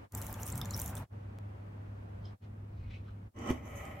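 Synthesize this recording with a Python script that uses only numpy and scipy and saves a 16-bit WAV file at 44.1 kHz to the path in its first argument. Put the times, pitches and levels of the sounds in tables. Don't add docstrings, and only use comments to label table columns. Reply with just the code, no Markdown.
import sys
import numpy as np
from scipy import signal
from scipy.fft import rfft, irfft
from scipy.io import wavfile

SR = 44100
rng = np.random.default_rng(int(sys.argv[2]) if len(sys.argv) > 2 else 0)


def int16_out(signal):
    q = np.round(np.clip(np.atleast_2d(signal).T, -1, 1) * 32767)
    wavfile.write(sys.argv[1], SR, q.astype(np.int16))


N = 176400
TIME = np.arange(N) / SR
FREQS = np.maximum(np.fft.rfftfreq(N, 1 / SR), 1)

# start_s, hum_db, rumble_db, air_db, air_tilt_db_per_octave
ROOM_TONES = [(0, -53.5, -55.5, -53.5, 1), (0.098, -46, -46, -57.5, 5.5), (1.079, -46, -51.5, -55.5, 0.5),
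              (2.385, -47, -51, -60, 0.73), (3.322, -52, -49, -56.5, 0)]
# frequency_hz, gain_db
RUMBLE_EQ = [(20, -30.5), (38, -16.5), (62, -0.5), (80, -0.5), (110, -5), (160, -9), (235, -10.5),
             (300, -17.5), (500, -29.5)]
AIR_EQ = [(100, -2.5), (250, 0), (600, -0.5), (1100, -7.5), (1600, -13), (2500, -20), (4000, -32),
          (8000, -42), (15000, -52.5)]
GURGLE_EQ = [(45, -3.5), (100, 25), (150, -6), (230, -1), (350, -6.5), (600, -3), (1000, -5), (1500, -12.5),
             (2400, -18), (3500, -31), (6000, -42)]
DRUM_EQ = [(38, -27), (65, 0), (110, 2.5), (190, -2), (260, -13.5), (500, -50)]
SPRAY_EQ = [(2000, 2), (3500, -9.5), (4700, -21.5), (5600, -2.5), (7000, -4.5), (9000, -2), (10500, -3),
            (12000, 2.5), (14000, -2.5), (16000, 3)]
HISS_EQ = [(700, 13), (2000, -3), (6000, -2.5)]
# frequency_hz, coherence
AIR_IMAGE = [(130, 1), (290, -0.23), (640, -0.63), (3100, -0.2), (15000, 0.47)]
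WATER_IMAGE = [(290, 1), (640, 0.44), (1410, 1), (3100, 0.24), (15000, 0.26)]
KNIFE_IMAGE = [(290, 1), (1200, -0.079), (2500, 0.48), (6000, -0.19), (12000, 0.27)]
# time_s, level_db
GURGLE_ENV = [(.1, -50.5), (.8, -49.5), (1.08, -50.5)]
DRUM_ENV = [(.1, -55), (.48, -64), (.54, -38), (.68, -44), (.86, -50), (1.08, -51)]
SPRAY_ENV = [(.1, -59), (.16, -65), (.177, -47), (.2, -55.5), (.3, -54.5), (.38, -65), (.42, -51),
             (.448, -62), (.477, -43), (.54, -64), (.58, -49.5), (.63, -72), (.75, -55), (.8, -51.5),
             (.9, -50), (.935, -72), (.97, -51.5), (1.06, -81)]
# start_s, level_db, pitch_hz, brightness_db
SHELL_DROPS = [(0.1218, -35, 7000, 4.5), (0.1497, -27.5, 7700, -5.5), (0.1696, -52, 9300, 7),
               (0.2162, -39, 9100, 8), (0.2233, -35, 7040, -9), (0.2664, -37.5, 6800, 4.5),
               (.3270, -43, 7250, 9), (.3408, -35.5, 6700, -9), (0.4014, -53, 9200, 9),
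               (0.4316, -31, 6750, -4.5), (0.4583, -37, 9200, -15), (0.4653, -33, 8310, -5),
               (.5013, -35, 6700, -12), (0.521, -35, 8600, -6), (0.5251, -31, 7700, -15),
               (0.5557, -39, 7850, 5), (0.5774, -34, 8300, 2), (0.6146, -31, 5240, -4.5),
               (.6480, -41, 6100, -7), (.6560, -34, 6900, -9.5), (.7082, -29, 7030, -11),
               (0.7644, -41.5, 6100, 9.5), (0.776, -41, 6550, 8), (0.7794, -43, 7500, 4),
               (0.7926, -36, 5670, 1), (0.7991, -28.5, 6700, -1), (0.8166, -29, 8400, 0),
               (0.86, -36, 6640, 3), (0.8782, -34.5, 6930, -13), (0.953, -31.5, 8000, -8),
               (.9793, -38.5, 9040, -14)]
# start_s, level_db, pitch_hz, t60_s
BUBBLE_PLINKS = [(0.6148, -29, 3580, 0.018), (.7113, -45.5, 4250, 0.015), (0.7344, -42, 3900, 0.017),
                 (0.7387, -34.5, 5420, 0.015), (0.745, -29.5, 5550, 0.015), (0.9687, -42, 3540, 0.014)]
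# peak_s, half_length_s, level_db, pitch_hz, width_hz
SKIN_SQUELCHES = [(2.255, 0.0045, -63, 5150, 450), (2.262, 0.019, -67, 3240, 450),
                  (2.269, 0.042, -74, 3880, 2000), (2.435, 0.021, -70.5, 2090, 2520),
                  (2.79, 0.078, -81.5, 4200, 1500), (2.877, 0.11, -71.5, 2300, 900),
                  (2.911, 0.005, -56.5, 2350, 1190), (2.943, 0.013, -56.5, 2460, 646),
                  (2.96, .003, -73, 6000, 900), (2.936, 0.049, -68.5, 3200, 1700),
                  (3.089, 0.013, -62, 1309, 400), (3.08, 0.041, -74.5, 2620, 1970)]
# pitch_hz, half_width_hz, cut_db, draw_db
BOARD_MODES = [(247, 27, 0, -22), (291, 55, -2, -4), (456, 26, -5, -2), (592, 47, -7.5, 3.5),
               (784, 35, -7, 2), (1060, 65, -6.5, -3.5), (1250, 48, -9.5, 0), (2008, 148, -15.5, -5.5),
               (2194, 190, -22, -8), (2995, 96, -17, -11.5), (6130, 440, -27.5, -30),
               (6970, 730, -34.5, -28), (12300, 1900, -44.5, -29.5)]
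# time_s, level_db
CUT_ENV = [(3.33, -58), (3.38, -49), (3.47, -40), (3.505, -33), (3.53, -48.5), (3.57, -50.5), (3.61, -60),
           (3.68, -49.5)]
DRAW_ENV = [(3.5, -51), (3.62, -60.5), (3.68, -53.5), (3.81, -47), (3.95, -51), (4.0, -52)]
EDGE_ENV = [(3.63, -84), (3.66, -67.5), (3.748, -70), (3.76, -56.5), (3.83, -68), (3.95, -82)]
# start_s, level_db, pitch_hz, t60_s
BOARD_KNOCKS = [(3.503, -25, 315, 0.008), (3.5065, -14, 280, .02), (3.511, -31.5, 71.3, 0.25),
                (3.514, -34, 249.6, 0.3)]
SNAPS_AND_CRACKS = [(3.3892, -52, 6960, .006), (3.4741, -47, 7000, 0.0038), (3.502, -53.5, 12500, .02),
                    (3.5024, -39.5, 2470, 0.016), (3.512, -44, 6300, 0.011), (3.8536, -46.5, 6900, 0.0044)]
# frequency_hz, left_over_right_db
CHOP_PAN = [(130, 0), (280, -2), (1200, -2.5), (3000, -0.5)]
# delay_s, gain_db
WALL_ECHOES = [(.0057, -20.5), (.0093, -13)]

HUM_HZ, OVERTONE_DB, HUM_WAVER_DB = 101.06, -21, 1.4
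CLUMPS_PER_S = 68
DROP_RING_DB, DROP_ATTACK_S, DROP_T60_S = 5, 0.00017, 0.0029
SPLASH_DB, SPLASH_T60_S, SPLASH_HZ, SPLASH_SCATTER = 1.5, 0.0054, 12500, 0.089
REBOUND_S, REBOUND_DB = 0.0012, -3.5
PLATE_ECHO_S, PLATE_ECHO_DB = (.0007, 0.001208), -6
BURBLES_PER_S, BURBLE_DB, BURBLE_RANGE_HZ, BURBLE_CYCLES = 75, -52, (698, 5370), 48
BUBBLE_RISE = 0.92
CLICK_S, CLICK_DB, CLICK_T60_S = 1.387, -38.5, 0.0049
PULL_S, PULL_HALF_S, PULL_DB = 2.865, 0.13, -44
ROOM_T60_S, ROOM_LOW_CUT_HZ, WATER_ROOM_DB, SKIN_ROOM_DB, KNIFE_ROOM_DB = 0.17, 470, -8.5, 0, 1
FADE_S, FADE_POWER, FADE_FLOOR_DB = 0.051, 2.43, -47
HISS_DB, HIGH_CUT_HZ = -79, 15900


def from_db(db):
    return 10 ** (np.asarray(db) / 20)


def rms_one(x):
    return x / np.sqrt(np.mean(x ** 2) + 1e-20)


def envelope(rows):
    s, db = np.transpose(rows)
    return from_db(np.interp(TIME, s, db)) * (TIME >= s[0]) * (TIME <= s[-1])


def flicker(depth_db):
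    knots = np.arange(0, N / SR + 1, 1 / CLUMPS_PER_S)
    return from_db(depth_db * np.interp(TIME, knots, rng.standard_normal(N)[:len(knots)]))


def at_hz(points):
    hz, value = np.transpose(points)
    return np.interp(np.log(FREQS), np.log(hz), value)


def colour(x, eq):
    return rms_one(irfft(rfft(x) * from_db(at_hz(eq)), N))


def low_cut(x, hz):
    return signal.sosfilt(signal.butter(2, hz, "high", fs=SR, output="sos"), x)


def low_noise(eq):
    return colour(rng.standard_normal(N), eq + [(4000, -120)])


def spread(pair, image):
    coherence = np.clip(at_hz(image), -.999, .999)
    mid, side = rfft(pair) * np.sqrt([1 + coherence, 1 - coherence])
    return irfft(np.array([mid + side, mid - side]), N)


def grains(per_s, size_db):
    sizes = from_db(size_db * np.minimum(rng.exponential(1, (2, N)), 4))
    return sizes * rng.choice([-1, 1], (2, N)) * (rng.random((2, N)) < per_s / SR) + 1e-18


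def resonate(x, hz, width_hz):
    r = np.exp(-np.pi * width_hz / SR)
    feedback = [1, -2 * r * np.cos(2 * np.pi * hz / SR), r * r]
    return signal.lfilter(np.array([1, 0, -1]) * (1 - r * r) / 2, feedback, x)


def resonate_twice(x, hz, width_hz):
    return resonate(resonate(x, hz, width_hz), hz, width_hz)


def dying(t60):
    t = np.arange(SR // 3) / SR
    return t, np.exp(-np.log(1000) * t / t60)


def ping(hz, t60, rise=0):
    t, decay = dying(t60)
    return decay * np.sin(2 * np.pi * hz * t * (1 + rise * t))


def burst(hz, width_hz, t60):
    t, decay = dying(t60)
    return decay * rms_one(resonate(rng.standard_normal(len(t)), hz, width_hz))


def add(track, s, sound):
    i = int(s * SR)
    track[i:i + len(sound)] += sound[:N - i]


def in_room(x, wet_db):
    t, decay = dying(ROOM_T60_S)
    tail = low_cut(rng.standard_normal((2, len(t))) * decay, ROOM_LOW_CUT_HZ)
    tail /= np.sqrt(np.sum(decay ** 2))
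    return x + from_db(wet_db) * signal.fftconvolve(x[None], tail, axes=1)[:, :N]


def reflected(x):
    bright = low_cut(x, ROOM_LOW_CUT_HZ)
    echoes = (from_db(db) * np.pad(bright, ((0, 0), (int(s * SR), 0)))[:, :N] for s, db in WALL_ECHOES)
    return x + sum(echoes)


def room_tone():
    phase = 2 * np.pi * HUM_HZ * TIME
    waver = colour(rng.standard_normal(N), [(1, 0), (8, 0), (30, -40), (200, -120)])
    hum = np.sqrt(2) * (np.sin(phase) + from_db(OVERTONE_DB) * np.sin(2 * phase))
    hum *= from_db(HUM_WAVER_DB * waver)
    rumble = low_noise(RUMBLE_EQ)
    air = spread(rng.standard_normal((2, N)), AIR_IMAGE)
    out = np.zeros((2, N))
    for start, hum_db, rumble_db, air_db, tilt_db in ROOM_TONES:
        tilted_air = colour(air, [(hz, db + tilt_db * np.log2(hz)) for hz, db in AIR_EQ])
        bed = from_db(hum_db) * hum + from_db(rumble_db) * rumble + from_db(air_db) * tilted_air
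        out = np.where(TIME >= start, bed, out)
    return out


def bubbling(low_hz, high_hz, per_s, cycles, size_db, clump_db, bands):
    pitches = np.geomspace(low_hz, high_hz, bands)
    shares = np.sqrt(pitches) / np.sqrt(pitches).sum()
    out = np.zeros((2, N))
    for hz, share in zip(pitches, shares):
        pops = grains(per_s * share, size_db) * flicker(clump_db)
        out += share * rms_one(resonate(pops, hz, 2 * hz / cycles))
    return out


def stream():
    bubbles = bubbling(151.4, 4455, per_s=4500, cycles=22.4, size_db=1.5, clump_db=0, bands=24)
    fizz = bubbling(3000, 14800, per_s=3000, cycles=25, size_db=2, clump_db=1, bands=18)
    lean_left = from_db([[.5], [-.5]])
    gurgle = colour(spread(bubbles, WATER_IMAGE), GURGLE_EQ) * envelope(GURGLE_ENV) * lean_left
    spray = colour(spread(fizz, WATER_IMAGE), SPRAY_EQ) * envelope(SPRAY_ENV)
    drumming = low_noise(DRUM_EQ) * envelope(DRUM_ENV)
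    return gurgle + spray + drumming


def burbles():
    out = np.zeros(N)
    start, end = GURGLE_ENV[0][0], GURGLE_ENV[-1][0]
    low, high = BURBLE_RANGE_HZ
    for when, pitch, strength in rng.random((int(BURBLES_PER_S * (end - start)), 3)):
        hz = low * (high / low) ** pitch
        bubble = ping(hz, BURBLE_CYCLES / hz, BUBBLE_RISE)
        add(out, start + when * (end - start), from_db(BURBLE_DB) * (.5 + strength) * bubble)
    return in_room(out, WATER_ROOM_DB)


def drops():
    out = np.zeros(N)
    t, _ = dying(DROP_T60_S)
    attack = 1 - np.exp(-t / DROP_ATTACK_S)
    variations = rng.uniform(-0.87, 1, (len(SHELL_DROPS), 2))
    for (s, db, hz, bright_db), (tint, lag) in zip(SHELL_DROPS, variations):
        splash_hz = SPLASH_HZ * (1 + SPLASH_SCATTER * tint)
        puff = burst(splash_hz, width_hz=4000, t60=SPLASH_T60_S)
        splash = from_db(bright_db + SPLASH_DB) * np.tanh(puff)
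        ring = from_db(DROP_RING_DB) * ping(hz, DROP_T60_S)
        slap = from_db(db) * attack * (ring + splash)
        add(out, s, slap)
        add(out, s + REBOUND_S * (1 + .5 * lag), from_db(REBOUND_DB) * slap)
    for s, db, hz, t60 in BUBBLE_PLINKS:
        add(out, s, from_db(db) * attack * ping(hz, t60, BUBBLE_RISE))
    direct = low_cut(out, hz=2800)
    off_plate = np.array([np.roll(direct, int(s * SR)) for s in PLATE_ECHO_S])
    return in_room(direct, WATER_ROOM_DB) + from_db(PLATE_ECHO_DB) * off_plate


def click():
    out = np.zeros(N)
    _, decay = dying(CLICK_T60_S)
    add(out, CLICK_S, -from_db(CLICK_DB) * decay)
    return out


def skin():
    out = np.zeros(N)
    for s, half_s, db, hz, width in SKIN_SQUELCHES:
        crackle = rms_one(resonate_twice(grains(per_s=900, size_db=1)[0], hz, width))
        out += from_db(db) * crackle * np.exp(-((TIME - s) / half_s) ** 2)
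    rumble = low_noise([(30, -4), (75, 14), (110, -1.5), (250, -41)])
    pull = from_db(PULL_DB) * rumble * np.exp(-((TIME - PULL_S) / PULL_HALF_S) ** 2)
    return in_room(out, SKIN_ROOM_DB) + pull


def knife():
    fibres = spread(grains(per_s=3000, size_db=3), KNIFE_IMAGE)
    friction = spread(grains(per_s=5900, size_db=2.5), KNIFE_IMAGE)
    crunch, scrape = np.zeros((2, 2, N))
    for hz, half_width, cut_db, draw_db in BOARD_MODES:
        crunch += from_db(cut_db) * resonate_twice(fibres, hz, 2 * half_width)
        scrape += from_db(draw_db) * resonate_twice(friction, hz, 2 * half_width)
    hits = np.zeros(N)
    for s, db, hz, t60 in BOARD_KNOCKS:
        add(hits, s, from_db(db) * ping(hz, t60))
    for s, db, hz, t60 in SNAPS_AND_CRACKS:
        add(hits, s, from_db(db) * burst(hz, width_hz=0.14 * hz, t60=t60))
    chop = rms_one(crunch) * envelope(CUT_ENV) + in_room(hits, KNIFE_ROOM_DB)
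    pan = from_db(at_hz(CHOP_PAN) * [[.5], [-.5]])
    chop = irfft(rfft(chop) * pan, N)
    draw = rms_one(scrape) * flicker(depth_db=1) * envelope(DRAW_ENV)
    edge_hiss = colour(fibres, [(4700, -18), (6200, 15), (9500, 2.5), (13000, 6), (15500, -9)])
    return chop + draw + edge_hiss * envelope(EDGE_ENV)


def scene():
    return room_tone() + reflected(stream() + knife()) + drops() + skin() + click() + burbles()


def record(dry):
    to_change_s = np.min([np.abs(TIME - row[0]) for row in ROOM_TONES[1:]], axis=0)
    fade = np.minimum(from_db(FADE_FLOOR_DB) + (to_change_s / FADE_S) ** FADE_POWER, 1)
    hiss = from_db(HISS_DB) * colour(rng.standard_normal((2, N)), HISS_EQ)
    high_cut = signal.ellip(10, .05, 60, HIGH_CUT_HZ, fs=SR, output="sos")
    return signal.sosfiltfilt(high_cut, dry * fade + hiss)


dry = scene()
out = record(dry)
int16_out(out)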